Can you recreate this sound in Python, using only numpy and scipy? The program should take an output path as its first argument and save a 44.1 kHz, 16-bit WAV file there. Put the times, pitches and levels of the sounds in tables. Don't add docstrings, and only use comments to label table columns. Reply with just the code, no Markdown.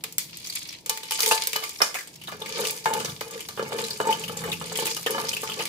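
import sys
import numpy as np
from scipy import signal
from scipy.fft import rfft, irfft
from scipy.io import wavfile
from scipy.ndimage import uniform_filter1d

SR = 44100
rng = np.random.default_rng(int(sys.argv[2]) if len(sys.argv) > 2 else 0)


def volts(x):
    e = np.asarray(x, float) / 20
    return 10 ** e


def output_pcm(signal):
    pcm = np.clip(np.atleast_2d(signal).T, -1, 1) * 32767
    wavfile.write(sys.argv[1], SR, np.round(pcm).astype(np.int16))


N = 250488
T = np.arange(N) / SR

# (frequency [Hz], relative level [dB], undamped t60 [s],
# left minus right [dB], phase of the right ear [rad])
POT_MODES = [(137.8, -7, 0.37, -1, 0.084), (215.8, -13, 0.58, -3, 0.11), (335.8, -24.5, 0.94, -21.5, 0.17),
             (423, -10.5, 0.56, 2, 0.21), (445.7, 4, 0.22, 3.5, 0.56), (485.4, 1, 0.12, 1.5, 0.25),
             (531.2, -6, 0.34, -3, 0.21), (695, -23, 0.49, 15, 0.44), (885.8, -4, 0.41, 1, 1.17),
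             (886.6, 0, 0.34, 3, 0.98), (902, -16.5, 0.46, 4, 0.7), (1030, -8, 0.12, 13, 0.73),
             (1166, -0.5, 0.19, -11, 2.2), (1224, 3.5, 0.11, 4.5, 1.43), (1433, -2.5, 0.15, -6.5, 2.43),
             (1612, -0.5, 0.13, -8, 2.6), (1734, 1, 0.24, 2, 1.7), (2150, 5, 0.11, 3, 4.1),
             (2426, -1, 0.18, -11, 1.4), (2982, 4.5, 0.15, 10.5, 0.55), (2964, 3.5, 0.089, -11.5, 7.9),
             (3700, 4, 0.067, -16, 1.2), (4400, 4, 0.03, -4, 1.3)]
# (time [s], clack [dB], ring of the bottom [dB], ring of the wall [dB])
KNOCKS = [(0.0365, -35, -41.5, -54), (0.858, -66, -43, -52), (0.8937, -27, -51, -30),
          (1.112, -48, -57, -30), (1.1894, -22, -36, -39), (1.226, -49, -31, -36),
          (1.267, -29, -25.5, -24.5), (1.311, -13.5, -22.5, -18), (1.558, -18.5, -33, -39),
          (1.6253, -27.5, -49, -69), (1.804, -18.5, -31, -34), (1.8168, -9, -32, -48),
          (1.951, -25.5, -54, -50), (1.986, -40, -74, -68), (2.282, -27.5, -64, -51),
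          (2.322, -25.5, -29.5, -55), (2.4162, -35, -30.5, -44), (2.5921, -37, -24.5, -32),
          (2.612, -29.5, -36, -46), (2.6361, -26.5, -31, -52), (2.746, -40, -49, -43),
          (2.8581, -11.5, -26.5, -11.5), (2.9036, -27, -28, -21), (2.9315, -22.5, -32, -35),
          (2.952, -36, -30, -23), (3.003, -25, -29, -49), (3.0476, -29.5, -32.5, -52),
          (3.081, -30.5, -54, -43), (3.2114, -25.5, -32, -32), (3.489, -31, -46, -54),
          (3.5745, -25.5, -33, -63), (3.5947, -21, -20.5, -29.5), (3.6259, -47, -23.5, -31),
          (3.7208, -25.5, -27.5, -21.5), (3.789, -26.5, -26.5, -38), (4.0015, -16, -20, -24),
          (4.052, -44, -32, -24), (4.0701, -37, -20.5, -20), (4.0899, -40, -23, -14.5),
          (4.15, -42, -38, -22), (4.2956, -27.5, -27, -32), (4.417, -28, -34, -52), (4.439, -27, -35, -31),
          (4.6132, -26, -36, -32), (4.718, -29.5, -42, -50), (4.789, -30, -24.5, -29),
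          (4.8244, -28, -21.5, -31), (4.967, -30.5, -38, -51), (5.0628, -23, -25.5, -29.5),
          (5.069, -25, -36, -28), (5.098, -53, -25, -28), (5.149, -49, -32, -20), (5.1807, -21, -47, -23),
          (5.2, -35, -30.5, -46), (5.239, -30, -31, -42), (5.4318, -27, -27.5, -28.5),
          (5.4898, -31.5, -30, -63), (5.6033, -26, -30.5, -27.5)]
# (touch [s], hardest moment [s], lift [s], drag on the bottom [dB],
# drag on the wall [dB], stirred spices [dB], lag of the spices [s])
STROKES = [(2.384, 2.598, 2.84, -37.5, -43, -32.5, 0.026), (2.854, 2.95, 3.17, -33, -42.5, -40, 0.043),
           (3.234, 3.362, 3.42, -41, -47.5, -42, 0.046), (3.58, 3.807, 3.968, -34.5, -40, -36.5, 0.036),
           (3.976, 4.087, 4.4, -42, -41, -39.5, .03), (4.285, 4.477, 4.63, -38.5, -44, -58, 0.026),
           (4.622, 4.839, 4.988, -34, -41.5, -31.5, .03), (5.067, 5.169, 5.47, -36.5, -40.5, -33, 0.07),
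           (5.396, 5.61, 5.72, -38, -45.5, -35, 0.02)]
# (frequency [Hz], level [dB])
CONTACT_COLOUR = [(200, -24.5), (450, -1), (750, 1), (1200, 0), (1700, -3), (2200, -28.5), (4000, -24)]
# (time [s], peak [dB], centre [Hz], ring against crack [dB])
TICKS = [(0.0386, -16.5, 2310, -29.5), (0.1248, -32, 6960, -36), (0.18267, -12.5, 8900, -33),
         (0.184, -20, 2200, -14), (0.371, -23.5, 7560, -22), (0.4445, -25, 4730, -1),
         (0.471, -19.5, 6130, -11), (0.498, -25, 4570, 10), (0.552, -26, 2230, -6), (0.583, -25, 8000, -18),
         (0.689, -23.5, 5350, 0), (0.728, -30, 3470, -24), (0.861, -18.5, 7340, -20),
         (0.8958, -8.5, 5550, -27.5), (0.9742, -21.5, 2300, -30), (1.0329, -21.5, 3670, -18),
         (1.055, -29, 5000, -12), (1.1091, -16, 3200, -33), (1.1199, -10.5, 2950, -16),
         (1.1928, -24, 5300, 3), (1.205, -10.5, 4330, -29), (1.221, -14, 11000, -19),
         (1.2372, -15, 8650, -5), (1.261, -11.5, 3180, -34), (1.278, -12, 7000, -24),
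         (1.3121, -6.5, 2710, -2.5), (1.4368, -16, 4700, -19), (1.472, -14, 9900, -36),
         (1.5313, -11.5, 2520, -17), (1.5619, -15.5, 2330, -34), (1.6381, -16, 2150, -18),
         (1.692, -25, 10000, -20), (1.7881, -27, 5360, 0), (1.818, -4.5, 5300, 1.5),
         (1.943, -18, 2030, -19), (1.953, -24, 2370, 14), (1.967, -26.5, 1720, 7), (1.987, -20.5, 1980, -7),
         (2.008, -26, 1710, -14), (2.029, -34, 2000, -22), (2.074, -27, 8060, -10),
         (2.16, -35.5, 5000, -27), (2.215, -31.5, 2880, -1), (2.2372, -27.5, 2900, -14),
         (2.273, -26.5, 3730, 4), (2.287, -28.5, 1200, 3), (2.3177, -28, 2290, -15),
         (2.4185, -26.5, 3530, 8), (2.459, -23.5, 2230, 0.5), (2.6498, -18.5, 2810, 2),
         (2.6709, -15, 4400, -21), (2.709, -21, 11900, -37), (2.844, -46, 7600, 7),
         (2.8565, -20, 2870, -20), (2.937, -17.5, 3010, -35.5), (2.9995, -18.5, 2960, -10),
         (3.047, -15.5, 5800, -6), (3.096, -27.5, 3700, 3), (3.2092, -19.5, 2150, -25),
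         (3.3096, -24, 6884, -19), (3.378, -30, 1990, -25), (3.4, -32, 2300, -5), (3.406, -22, 2970, -12),
         (3.487, -22, 4030, -22), (3.5755, -33, 3066, -7), (3.794, -30, 4300, -25), (3.839, -24, 3900, 9),
         (3.907, -23, 4400, 15), (3.931, -24, 5040, -1), (4.071, -21.5, 7650, 5), (4.1078, -16, 2270, -12),
         (4.125, -23.5, 2980, 21.5), (4.2373, -20.5, 2850, -1), (4.28, -20.5, 2970, -6),
         (4.371, -17.5, 7150, -5), (4.439, -22, 1770, -8), (4.461, -28, 7860, 0), (4.495, -27, 7900, 4),
         (4.5165, -23.5, 3570, 14), (4.526, -23.5, 2690, 21.5), (4.615, -31, 1220, -3),
         (4.658, -28, 8650, 1), (4.667, -34, 2900, 3), (4.721, -30, 4200, -5), (4.723, -23, 7140, 0),
         (4.755, -16.5, 3160, -5), (4.774, -16, 8800, -26), (4.805, -19, 8000, -17),
         (4.787, -18.5, 2950, 5), (4.8562, -12, 7700, -19), (4.868, -15, 9300, -26), (4.875, -19, 2420, 3),
         (4.9105, -18.5, 3970, -15), (4.9662, -18, 2820, -17), (5.03, -32, 6080, -40),
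         (5.062, -13.5, 2980, 3.5), (5.067, -21.5, 1740, 9), (5.107, -13.5, 11000, -14),
         (5.3316, -20, 3010, 10.5), (5.3663, -16.5, 2650, 0.5), (5.434, -22.5, 1216, -3),
         (5.491, -32.5, 1270, 7), (5.4972, -21.5, 3090, 3), (5.518, -24, 3000, 8), (5.59, -21.5, 2410, -10),
         (5.606, -23.5, 2860, 10), (5.6543, -15.5, 2290, -18)]
# (time [s], relative level [dB], top octave against it [dB])
FIZZ = [(0.0, -53, -10), (0.2, -80, 10.5), (0.3, -45, -9), (0.55, -37.5, 9.5), (0.74, -42.5, -7),
        (0.84, -61, 5), (1.08, -42, 0.5), (1.2, -34, 12), (1.33, -29, 10), (1.48, -41, 3), (1.62, -39, 1),
        (1.79, -42, 7), (2.04, -66, 8.5), (2.2, -51, -1), (2.7, -51, 10), (3.5, -50, 7.5), (4.6, -46, 6),
        (5.68, -41.5, 4.5)]
# (frequency [Hz], level per hertz [dB])
FIZZ_COLOUR = [(590, -34), (1000, -8.5), (1600, -13), (2200, 3), (2680, -1.5), (3000, 0), (4470, 4),
               (8000, -5), (13000, -13.5), (16000, -19)]
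# (time [s], rumble [dB], hum [dB])
ROOM = [(0.0, -51.5, -57), (0.2, -56, -57.5), (2.05, -63.5, -66), (2.33, -50, -47.5), (2.75, -60, -56.5),
        (3.1, -42, -62), (3.3, -59.5, -63), (3.72, -46, -55), (4.0, -51, -68), (4.2, -48.5, -45),
        (4.52, -40.5, -38.5), (4.73, -53, -42.5), (4.87, -54, -51), (5.68, -50, -54)]
# (frequency [Hz], level [dB])
ROOM_COLOUR = [(15, -45), (25, -15), (81, -1), (170, -9), (323, 5), (373, 1), (834, -8), (945, -2),
               (1090, -20), (1800, -57), (2340, -63), (3960, -120)]
# (frequency [Hz], level [dB])
RUMBLE_COLOUR = [(40, -21), (70, -7.5), (140, 4.5), (230, -1.0), (400, -27)]

TOUCH_S, TOUCH_DAMP = 1.78, 0.45
EARLY_BASS_DB = -11
SPOT_DB = 2.2
FITS_DB, BUNCH_DB = 2, 2
JUDDER_HZ, JUDDER_DB = 57, 4
RATTLE_DB = 4.5
UPPER_DB = -6
WANDER = 0.015
RAGGED_DB = 2.2

DRAG_RISE_DB, DRAG_FALL_DB, STIR_RISE_DB, STIR_FALL_DB = 13.5, 22, 14, 13.5

DROP_S = 0.85
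TICK_T60_S, RING_RISE_S = 0.066, 0.00078
SCATTER_DB, SCATTER_T60_S = -21.5, 0.29
TREBLE_PAN_DB = 1

HUM_HZ, FLOOR_DB = 169.5, -57.5
TOP_HZ = 15500


def read(table):
    s, *columns = np.transpose(table)
    return [np.interp(T, s, c) for c in columns]


def unit(x):
    return x / np.sqrt(np.mean(x ** 2))


def colour(x, points):
    hz, db = np.transpose(points)
    f = np.maximum(np.arange(x.shape[-1] // 2 + 1) * SR / x.shape[-1], 1)
    return irfft(rfft(x) * volts(np.interp(np.log(f), np.log(hz), db)), x.shape[-1])


def walk(rate):
    k = int(SR / rate)
    steps = np.repeat(rng.standard_normal(N // k + 1), k)
    return 1.29 * uniform_filter1d(uniform_filter1d(steps, k), k)[:N]


def grains(rate, spread_db):
    size = np.minimum(rng.exponential(size=N), 3.5)
    return (rng.random(N) < rate / SR) * rng.standard_normal(N) * volts(spread_db * size)


def ears(like):
    mid, side = rng.standard_normal((2, N))
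    like = np.clip(like, 0, 1)
    return np.sqrt((1 + like) / 2) * mid + np.sqrt((1 - like) / 2) * side * np.array([[1], [-1]])


def decay(x, seconds):
    return signal.lfilter([1], [1, -np.exp(-1 / (seconds * SR))], x)


def strokes(column, rise_db, fall_db, lags=False):
    below_db = np.array([60, rise_db, 0, fall_db, 60])
    levels = []
    for row in STROKES:
        times = (row[0] - 0.02, *row[:3], row[2] + 0.074)
        levels.append(np.interp(T - lags * row[6], times, row[column] - below_db))
    return np.max(levels, axis=0)


def slipping():
    judder = np.cos(2 * np.pi * np.cumsum(JUDDER_HZ * volts(2.5 * walk(12))) / SR)
    return unit(grains(2500, 1.06) * volts(BUNCH_DB * walk(45) + JUDDER_DB * judder))


def ring_mode(force, hz, mode_db, t60):
    z = 0
    for ring_s, part in ((t60, force * (T < TOUCH_S)), (TOUCH_DAMP * t60, force * (T >= TOUCH_S))):
        pole = np.exp(2j * np.pi * hz / SR - np.log(1000) / (ring_s * SR))
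        z = z + signal.lfilter([volts(mode_db)], [1, -pole], part)
    return z


def pot():
    s, clack_db, low_db, high_db = np.transpose(KNOCKS)
    at = (s * SR).astype(int)
    spot = rng.standard_normal((len(KNOCKS), len(POT_MODES)))
    bottom_db, wall_db = (strokes(c, DRAG_RISE_DB, DRAG_FALL_DB) for c in (3, 4))
    slips = slipping()
    chatter = unit(grains(1400, 0.4))
    seed_s, seed_db = np.array(TICKS)[:, 0], np.array(TICKS)[:, 1]
    lands = (seed_s * SR).astype(int)
    seeds = volts(seed_db) * (seed_s > DROP_S)
    taps = rng.standard_normal((len(TICKS), len(POT_MODES)))
    all_hz = np.array(POT_MODES)[:, 0]
    sign = (-1) ** np.cumsum(all_hz / np.roll(all_hz, 1) > 1.025)
    out = np.zeros((2, N))
    for k, (hz, mode_db, t60, pan_db, phase) in enumerate(POT_MODES):
        octave = np.log2(hz / 445)
        share, above = np.clip(octave, 0, 1), max(octave - 1, 0)
        drag_db = (1 - share) * bottom_db + share * wall_db - 25.5 - 4.05 * above
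        force = slips * volts(drag_db + FITS_DB * walk(23.914))
        force[lands] += volts(-34) * seeds * taps[:, k]
        hard = np.clip(above / 0.3, 0, 1)
        push_db = (1 - share) * low_db + share * high_db
        knock_db = (1 - hard) * push_db + hard * (clack_db + UPPER_DB)
        knocks = np.zeros(N)
        np.add.at(knocks, at, volts(knock_db - 6.5 - 5.8 * above + SPOT_DB * spot[:, k]))
        rattle_db = np.where(T < TOUCH_S, -40.0, -32.0) + RATTLE_DB * hard
        force += sign[k] * knocks + volts(rattle_db) * chatter * decay(knocks, 0.021)
        force *= volts(EARLY_BASS_DB * (hz < 400) * (T < TOUCH_S))
        z = ring_mode(force, hz, mode_db, t60)
        z = z * np.exp(2j * np.pi * np.cumsum(WANDER * hz * walk(9) * (T > TOUCH_S)) / SR)
        out += np.imag(z * np.array([[volts(pan_db / 2)], [volts(-pan_db / 2) * np.exp(1j * phase)]]))
    return out


def clack_and_rub():
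    knocks = np.zeros(N)
    for s, clack_db, low_db, high_db in KNOCKS:
        knocks[int(s * SR)] += volts(clack_db - 7.0)
    power = decay(knocks ** 2, 0.0042) + volts(-27) * decay(knocks ** 2, 0.021)
    burst = np.sqrt(1e-14 + uniform_filter1d(power, size=40, origin=19))
    drag_db = strokes(column=4, rise_db=DRAG_RISE_DB, fall_db=DRAG_FALL_DB)
    rub = volts(drag_db - 31.0 + BUNCH_DB * walk(50))
    return (burst + rub) * volts(RAGGED_DB * walk(150)) * unit(colour(ears(0.45), CONTACT_COLOUR))


def ticks():
    out, t = np.zeros((2, N)), T[:6144]
    noise = rng.standard_normal((len(TICKS), 3, len(t)))
    for (s, db, hz, ring_db), n in zip(TICKS, noise):
        pan_db = 1.0 + 0.59 * n[0, 0]
        n = 0.28 * n[0] + n[1:]
        wide = colour(n, [(500, -40), (0.26 * hz, -14), (hz, 0), (14.0 * hz, -8), (30000, -14)])
        narrow = colour(n, [(0.68 * hz, -30), (1.03 * hz, -4), (hz, 0), (1.034 * hz, -4), (1.26 * hz, -30)])
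        snap = 0.33 * (hz / 3000.) ** 0.4 * np.exp(-t / 0.00028)
        crack = snap + 0.17 * np.exp(-t / 0.0057) + 0.021 * np.exp(-t / 0.0092)
        ring = 1000 ** (-t / TICK_T60_S * (hz / 3060.0) ** 0.5) * (1 - np.exp(-t / RING_RISE_S))
        tick = crack * unit(wide) / volts(ring_db / 2) + volts(ring_db / 2) * ring * unit(narrow)
        tick = volts(db - 6.5) * tick * volts(np.array([[pan_db], [-pan_db]]) / 2)
        i = int(s * SR)
        out[:, i:i + len(t)] += tick[:, :N - i]
    return out


def activity():
    s, db = np.array(TICKS)[:, 0], np.array(TICKS)[:, 1]
    scatter = np.zeros(N)
    scatter[(s * SR).astype(int)] = volts(2 * (db + SCATTER_DB))
    scatter = decay(scatter, SCATTER_T60_S / np.log(1e6))
    stir_db = strokes(column=5, rise_db=STIR_RISE_DB, fall_db=STIR_FALL_DB, lags=True)
    return 10 * np.log10(volts(2 * read(FIZZ)[0]) + volts(2 * stir_db)), scatter


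def fizz():
    level_db, scatter = activity()
    top_db = read(FIZZ)[1]
    low, high = (np.sqrt(0.11 + decay(unit(grains(170, 2.3)) ** 2, s) / (s * SR)) for s in (0.003, 0.0015))
    bunches = volts(1.8 * walk(60))
    noise = colour(ears(0.0062), FIZZ_COLOUR)
    out = 0
    for hz in 1000 * 2 ** np.arange(0, 4.1, 0.5):
        band = colour(noise, [(hz / 1.5, -60), (hz / 1.25, -6), (hz, 0), (hz * 1.25, -6), (hz * 1.5, -60)])
        share = np.clip(np.log2(hz / 3000) / 2, 0, 1)
        band *= volts(TREBLE_PAN_DB * share * np.array([[0.5], [-0.5]]))
        spits = bunches * volts(level_db) * low ** (1 - share) * high ** share
        flicker = volts(top_db * np.clip(np.log2(hz / 4500), 0, 1) + 2.3 * walk(40))
        out = out + band * np.sqrt(spits ** 2 + scatter) * flicker
    return out / noise.std() + bubbles(level_db - 3.5, count=1000)


def bubbles(level_db, count):
    out, t = np.zeros((2, N + 1024)), T[:1024]
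    level_db = level_db + 2.0 * walk(30)
    for when, pitch, life, size, pan, lag in rng.random((count, 6)):
        hz, cycles, i = 2300 * 3.6 ** pitch, 3 + 14 * life ** 2, int(when * N)
        turns = 2 * np.pi * (hz * t * (1 + 0.013 * hz * t / cycles) + np.array([[0], [lag]]))
        size_db, side_db = -2.9 * np.log(size + 0.015), 1.05 * (pan - 2.0) * np.array([[1], [-1]])
        gain = volts(level_db[i] + size_db + side_db)
        out[:, i:i + 1024] += gain * np.exp(-hz * t / cycles) * np.sin(turns)
    return out[:, :N]


def walls(x, t60, db):
    t = T[:SR // 2]
    tail = rng.standard_normal((2, len(t))) * 1000 ** (-t / t60) * np.minimum(t / 0.015, 1)
    return volts(db) * signal.fftconvolve(x, tail / np.sqrt(np.sum(tail ** 2)), axes=1)[:, :N]


def kitchen():
    rumble_db, hum_db = read(ROOM)
    floor = volts(FLOOR_DB) * unit(colour(ears(0.59), ROOM_COLOUR))
    rumble = unit(colour(ears(0.99), RUMBLE_COLOUR)) * volts(rumble_db + 1.0 * walk(15.0))
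    turns = 2 * np.pi * np.cumsum(HUM_HZ + 0.77 * walk(3.27)) / SR
    hum = volts(hum_db) * np.sin(turns + np.array([[0], [0.6]]))
    return floor + rumble + hum


def scene():
    near = pot() + clack_and_rub() + ticks() + fizz()
    near = signal.sosfilt(signal.butter(4, 175, "high", fs=SR, output="sos"), near)
    return near + walls(near, t60=0.38, db=-10) + kitchen()


def top_cut(x):
    return signal.sosfilt(signal.butter(12, 16810, fs=SR, output="sos"), x)


def record(dry):
    mix = signal.sosfilt(signal.ellip(8, 0.2, 50, TOP_HZ, fs=SR, output="sos"), dry)
    return top_cut(mix)


dry = scene()
out = record(dry)
output_pcm(out)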